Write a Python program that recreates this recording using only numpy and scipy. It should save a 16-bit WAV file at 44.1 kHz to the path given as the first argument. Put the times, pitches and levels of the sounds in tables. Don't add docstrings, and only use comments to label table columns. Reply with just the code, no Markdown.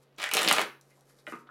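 import sys
import numpy as np
from scipy import signal
from scipy.fft import rfft, irfft
from scipy.io import wavfile

SR = 44100
rng = np.random.default_rng(int(sys.argv[2]) if len(sys.argv) > 2 else 0)


def generate_wav(signal):
    frames = np.transpose(np.atleast_2d(signal))
    scaled = np.clip(frames, -1, 1) * 32767
    pcm = np.round(scaled).astype(np.int16)
    wavfile.write(sys.argv[1], SR, pcm)


N = 66150
TIME = np.arange(N) / SR

# start_s, slap_db, snap_db, tick_db, snap_hz, directivity_db
CARD_RELEASES = [(0.184, -43.5, -41.5, -46.5, 3070, -6), (0.2009, -33.5, -37, -47, 2820, -4),
                 (0.2183, -35.5, -33, -38.5, 2290, -3), (0.2291, -35.5, -27.5, -39, 2130, -2.5),
                 (0.2401, -37.5, -27, -36.5, 2290, 0), (0.2603, -37.5, -25.5, -39, 1850, -7.5),
                 (0.2906, -48.5, -42, -47, 2230, 5.5), (0.3141, -31.5, -26, -36, 2800, -2.5),
                 (.3297, -33, -48, -41.5, 2340, -6), (.337, -33.5, -27, -23, 4280, 0),
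                 (0.3421, -31.5, -25, -32.5, 2750, -1.5), (0.3496, -36.5, -33.5, -25, 2610, -2.5),
                 (0.369, -27.5, -21.5, -25, 2950, -1), (.378, -33, -20.5, -37.5, 3180, -3),
                 (.391, -32, -27, -32.5, 3350, -2.5), (.4065, -29, -36.5, -44, 2960, -4.5),
                 (.413, -28, -39.5, -27.5, 3030, -8.5), (0.419, -29, -32.5, -33, 2510, 1.5),
                 (0.4311, -28.5, -26.5, -25.5, 2930, -3.5), (0.4471, -30.5, -30.5, -33.5, 2450, -2),
                 (0.4614, -38.5, -37.5, -35, 2530, -6), (0.4683, -38, -35.5, -39, 2950, -2.5),
                 (0.4766, -31, -16.5, -39.5, 3500, -2), (.4862, -28.5, -20, -25.5, 3150, 0),
                 (0.4924, -37.5, -20, -33.5, 2960, 0), (.502, -30, -24, -35, 3330, -4.5),
                 (.512, -18, -21.5, -29, 2480, 2), (0.5272, -33.5, -33, -21.5, 3060, 0.5),
                 (0.5364, -24.5, -30.5, -32.5, 2640, -1.5), (0.5626, -37, -28, -36.5, 2600, -1),
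                 (.566, -23.5, -31, -38, 2500, -2.5), (0.5831, -22.5, -26, -40, 2700, 2.5),
                 (.589, -29, -30, -58.5, 2280, -2.5), (.5938, -24, -44.5, -36, 2650, 0),
                 (.61, -49, -33.5, -40, 2500, -2), (0.615, -28, -36, -34.5, 2800, 1.5)]
# start_s, level_db, pitch_hz
PACKET_LANDINGS = [(0.182, -49, 267), (0.1992, -48, 372), (.2605, -51, 510), (0.3308, -39, 356),
                   (0.3493, -28, 356), (.391, -35, 367), (.413, -34, 410), (0.443, -33, 254),
                   (0.4606, -30, 338), (0.4762, -26.5, 380), (0.513, -32, 242), (0.528, -41.5, 330),
                   (0.567, -38, 304), (0.5833, -29, 391), (0.593, -30.5, 380), (0.615, -36, 258),
                   (0.629, -40.5, 190)]
# time_s, level_db
CRACKLE_ENVELOPE = [(.172, -77.5), (.18, -50), (.2, -44), (.245, -40), (.3, -57), (.33, -46), (.38, -30),
                    (.46, -38.5), (.5, -29.5), (.55, -37.5), (.615, -37.5), (.64, -46), (.67, -84)]
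# frequency_hz, gain_db
CRACKLE_SPECTRUM = [(200, -20), (500, 2), (1200, 0), (2600, 1), (4000, 2), (5500, -7), (10000, -17),
                    (16000, -20.5)]
# time_s, level_db
SLIDE_ENVELOPE = [(0, -82), (.035, -68), (.07, -122), (.15, -98), (.78, -93.5), (.83, -79), (.87, -73.5),
                  (.91, -72), (.935, -78), (.96, -70.5), (1.04, -79.5), (1.105, -64.5), (1.15, -75),
                  (1.19, -67), (1.255, -81), (1.28, -64), (1.32, -57), (1.34, -69), (1.4, -70.5),
                  (1.46, -89)]
# frequency_hz, gain_db
SLIDE_SPECTRUM = [(400, 3), (1800, 5), (3000, 0), (4500, 5), (7000, 4), (9000, 3), (12000, 4),
                  (14000, -7.5), (16000, -20.5)]
# start_s, level_db
CORNER_CATCHES = [(0.03, -90), (0.8119, -56), (0.9047, -65.5), (1.009, -63), (1.267, -59), (1.323, -71)]
# start_s, length_s, pitch_hz, level_db
FACE_RUBS = [(0.162, 0.007, 6140, -72), (.9, 0.049, 2150, -75.5), (0.971, 0.048, 850, -72.5),
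             (1.094, 0.0083, 1700, -68.5), (1.183, 0.028, 4280, -69.5), (1.28, .014, 8500, -64),
             (1.469, 0.019, 3560, -72.5)]
# start_s, thud_db, hollow_db, body_db, edge_db
SQUARING_KNOCKS = [(1.268, -75, -58.5, -50.5, -32), (1.2735, -40.5, -30.5, -33, -39.5),
                   (1.3228, -31.5, -49, -29, -39.5), (1.331, -45, -60.5, -39.5, -37.5),
                   (1.352, -47, -51.5, -37, -47), (1.471, -56, -60, -45, -59), (1.49, -59, -47.5, -39, -66)]
# pitch_hz, gain_db, t60_s
DECK_MODES = [(178, -9.5, 0.076), (253, -4, 0.086), (321, -1.5, 0.064), (378, -16, 0.032),
              (610, -1.5, 0.031), (689, -1.5, 0.056), (936, -17, 0.33), (1075, -20, 0.34),
              (1240, -2.5, 0.053), (1305, -22, 0.4), (1380, 3.5, 0.018), (1937, -6.5, 0.043),
              (2325, -7, 0.018), (2360, -7.5, 0.026), (2800, -13, 0.017), (3600, -5, 0.014)]
MODE_GROUP_EDGES = [500, 820, 1700]
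# frequency_hz, gain_db, t60_s
ROOM_RESPONSE = [(160, -6, 0.12), (300, -5, 0.56), (537, 3, 0.15), (860, -6.5, 0.36), (1508, 0, 0.29),
                 (2586, -2, 0.29), (4000, -6, 0.27), (5660, -6, 0.31), (8300, -6.5, 0.19),
                 (15100, -12.5, 0.5)]
# frequency_hz, gain_db
NOISE_SPECTRUM = [(15, -40), (25, 0), (76, -14), (127, -6), (185, -0.5), (476, 6), (796, -4.5),
                  (1160, -5.5), (3820, -29), (6210, -44), (8830, -32), (11300, -26.5), (16000, -35)]

CONTACT_S = 0.003


def from_db(db):
    return 10 ** (np.asarray(db) / 20)


def unit_energy(x):
    return x / np.sqrt(np.sum(x ** 2) + 1e-20)


def at_hz(table, hz, column=1):
    table = np.array(table)
    return np.interp(np.log(hz + 1e-9), np.log(table[:, 0]), table[:, column])


def around(hz, log_half_width):
    return hz * np.exp(-log_half_width), hz * np.exp(log_half_width)


def band(x, low_hz, high_hz):
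    sections = signal.butter(2, [low_hz, min(high_hz, .48 * SR)], "band", fs=SR, output="sos")
    return signal.sosfilt(sections, x + 1e-18)


def coloured(x, spectrum):
    gain = from_db(at_hz(spectrum, np.fft.rfftfreq(N, 1 / SR)))
    return unit_energy(irfft(rfft(x) * gain, N)) * np.sqrt(N)


def delayed(x, lag_s):
    return np.concatenate([np.zeros(int(lag_s * SR)), x])[:len(x)]


def add(out, start_s, sound):
    i = int(start_s * SR)
    out[i:i + len(sound)] += sound[:max(N - i, 0)]


def riffle(cards):
    direct, into_room = np.zeros((2, N))
    for start_s, slap_db, snap_db, tick_db, snap_hz, directivity_db in cards:
        tightness = (snap_hz / 3000) ** 0.36
        tick = contact(tick_db, 6000 * tightness, 12100 * tightness, scrape_db=-3)
        snap = contact(snap_db, *around(snap_hz, 0.28), scrape_db=3.5)
        slap = contact(slap_db, low_hz=680, high_hz=1890, scrape_db=-4.5)
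        card = tick - delayed(snap, lag_s=0.00018) + delayed(slap, lag_s=0.0005)
        add(direct, start_s, from_db(directivity_db) * card)
        add(into_room, start_s, card)
    return direct + room(into_room)


def impact_force(t, noise_db, decay_s):
    force = from_db(noise_db) * unit_energy(rng.standard_normal(len(t)) * np.exp(-t / decay_s))
    force[0] += 1
    return force


def contact(level_db, low_hz, high_hz, scrape_db=1.5):
    force = impact_force(TIME[:SR // 30], scrape_db, decay_s=0.0023)
    return from_db(level_db) * np.sqrt(CONTACT_S * SR) * unit_energy(band(force, low_hz, high_hz))


def pile():
    out = friction(CRACKLE_ENVELOPE, CRACKLE_SPECTRUM)
    for start_s, level_db, pitch_hz in PACKET_LANDINGS:
        add(out, start_s, -contact(level_db, *around(pitch_hz, 0.48)))
    return out


def squaring(scatter_db=-1.5, cushion_hz=3850):
    out, t = np.zeros(N), TIME[:SR // 3]
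    for start_s, *group_db in SQUARING_KNOCKS:
        thump = contact(group_db[0] - 10, low_hz=213, high_hz=469, scrape_db=scatter_db)
        crack = contact(group_db[-1] - 5.5, low_hz=1252, high_hz=2580)
        add(out, start_s, thump + crack)
        force = unit_energy(impact_force(t, scatter_db, decay_s=0.0036))
        for pitch_hz, gain_db, t60_s in DECK_MODES:
            blow_db = group_db[np.searchsorted(MODE_GROUP_EDGES, pitch_hz)]
            mode = np.cos(2 * np.pi * pitch_hz * t) * np.exp(-np.log(1000) * t / t60_s)
            ring = band(signal.fftconvolve(force, mode), *around(pitch_hz, 0.29))
            add(out, start_s, .5 * from_db(blow_db + gain_db) * ring)
    cushion = signal.butter(6, cushion_hz, fs=SR, output="sos")
    return signal.sosfilt(cushion, out + 1e-18)


def sliding():
    out, t = friction(SLIDE_ENVELOPE, SLIDE_SPECTRUM), TIME[:SR // 5]
    for start_s, level_db in CORNER_CATCHES:
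        add(out, start_s, contact(level_db, low_hz=4360, high_hz=11200))
    for start_s, length_s, pitch_hz, level_db in FACE_RUBS:
        swell = np.sin(np.pi * np.sqrt(np.minimum(t / length_s, 1)))
        rub = swell * band(rng.standard_normal(len(t)), *around(pitch_hz, 0.2))
        add(out, start_s, from_db(level_db) * np.sqrt(length_s * SR) * unit_energy(rub))
    return out


def friction(envelope, spectrum, slips_per_s=2500, spread_db=3.5):
    slips = (rng.random(N) < slips_per_s / SR) * rng.choice([-1, 1], N)
    strength = from_db(spread_db * np.minimum(rng.exponential(1, N), 4))
    level_db = np.interp(TIME, *np.transpose(envelope))
    return coloured(slips * strength, spectrum) * from_db(level_db)


def room(x, first_echo_s=0.00098, early_db=-2.5, early_decay_s=0.021):
    t = TIME[:SR * 2 // 3]
    noise, response = rng.standard_normal((2, len(t))), np.zeros(len(t))
    arrived = t > first_echo_s
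    early = from_db(early_db) * unit_energy(arrived * np.exp(-t / early_decay_s))
    edges_hz = np.geomspace(100, 18000, 16)
    for k, (low_hz, high_hz) in enumerate(zip(edges_hz, edges_hz[1:])):
        centre_hz = np.sqrt(low_hz * high_hz)
        t60_s = at_hz(ROOM_RESPONSE, centre_hz, column=2)
        tail = unit_energy(arrived * np.exp(-np.log(1000) * t / t60_s))
        reflections = band(noise[k % 2] * np.hypot(tail, early), low_hz, high_hz)
        response += from_db(at_hz(ROOM_RESPONSE, centre_hz)) * reflections
    return signal.fftconvolve(x, response)[:N]


def table_rumble(deck, gain_db=-23.5):
    return from_db(gain_db) * band(np.abs(deck), low_hz=20, high_hz=59.6)


def background(hum_hz=138.5, hum_db=-68.5, waver_depth=0.12, noise_db=-67):
    waver = np.interp(TIME, np.linspace(0, TIME[-1], 20), rng.standard_normal(20))
    hum = from_db(hum_db) * np.sqrt(2) * np.sin(2 * np.pi * hum_hz * TIME)
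    noise = from_db(noise_db) * coloured(rng.standard_normal(N), NOISE_SPECTRUM)
    return hum * (1 + waver_depth * waver) + noise


def scene(low_cut_hz=120):
    deck = pile() + sliding() + squaring()
    both_hands = riffle(CARD_RELEASES[::2]) + riffle(CARD_RELEASES[1::2])
    low_cut = signal.butter(8, low_cut_hz, "high", fs=SR, output="sos")
    airborne = signal.sosfilt(low_cut, both_hands + deck + room(deck))
    return (airborne + table_rumble(deck) + background())[None]


def record(dry, cutoff_hz=16300):
    return signal.sosfilt(signal.ellip(10, .2, 70, cutoff_hz, fs=SR, output="sos"), dry)


dry = scene()
out = record(dry)
generate_wav(out)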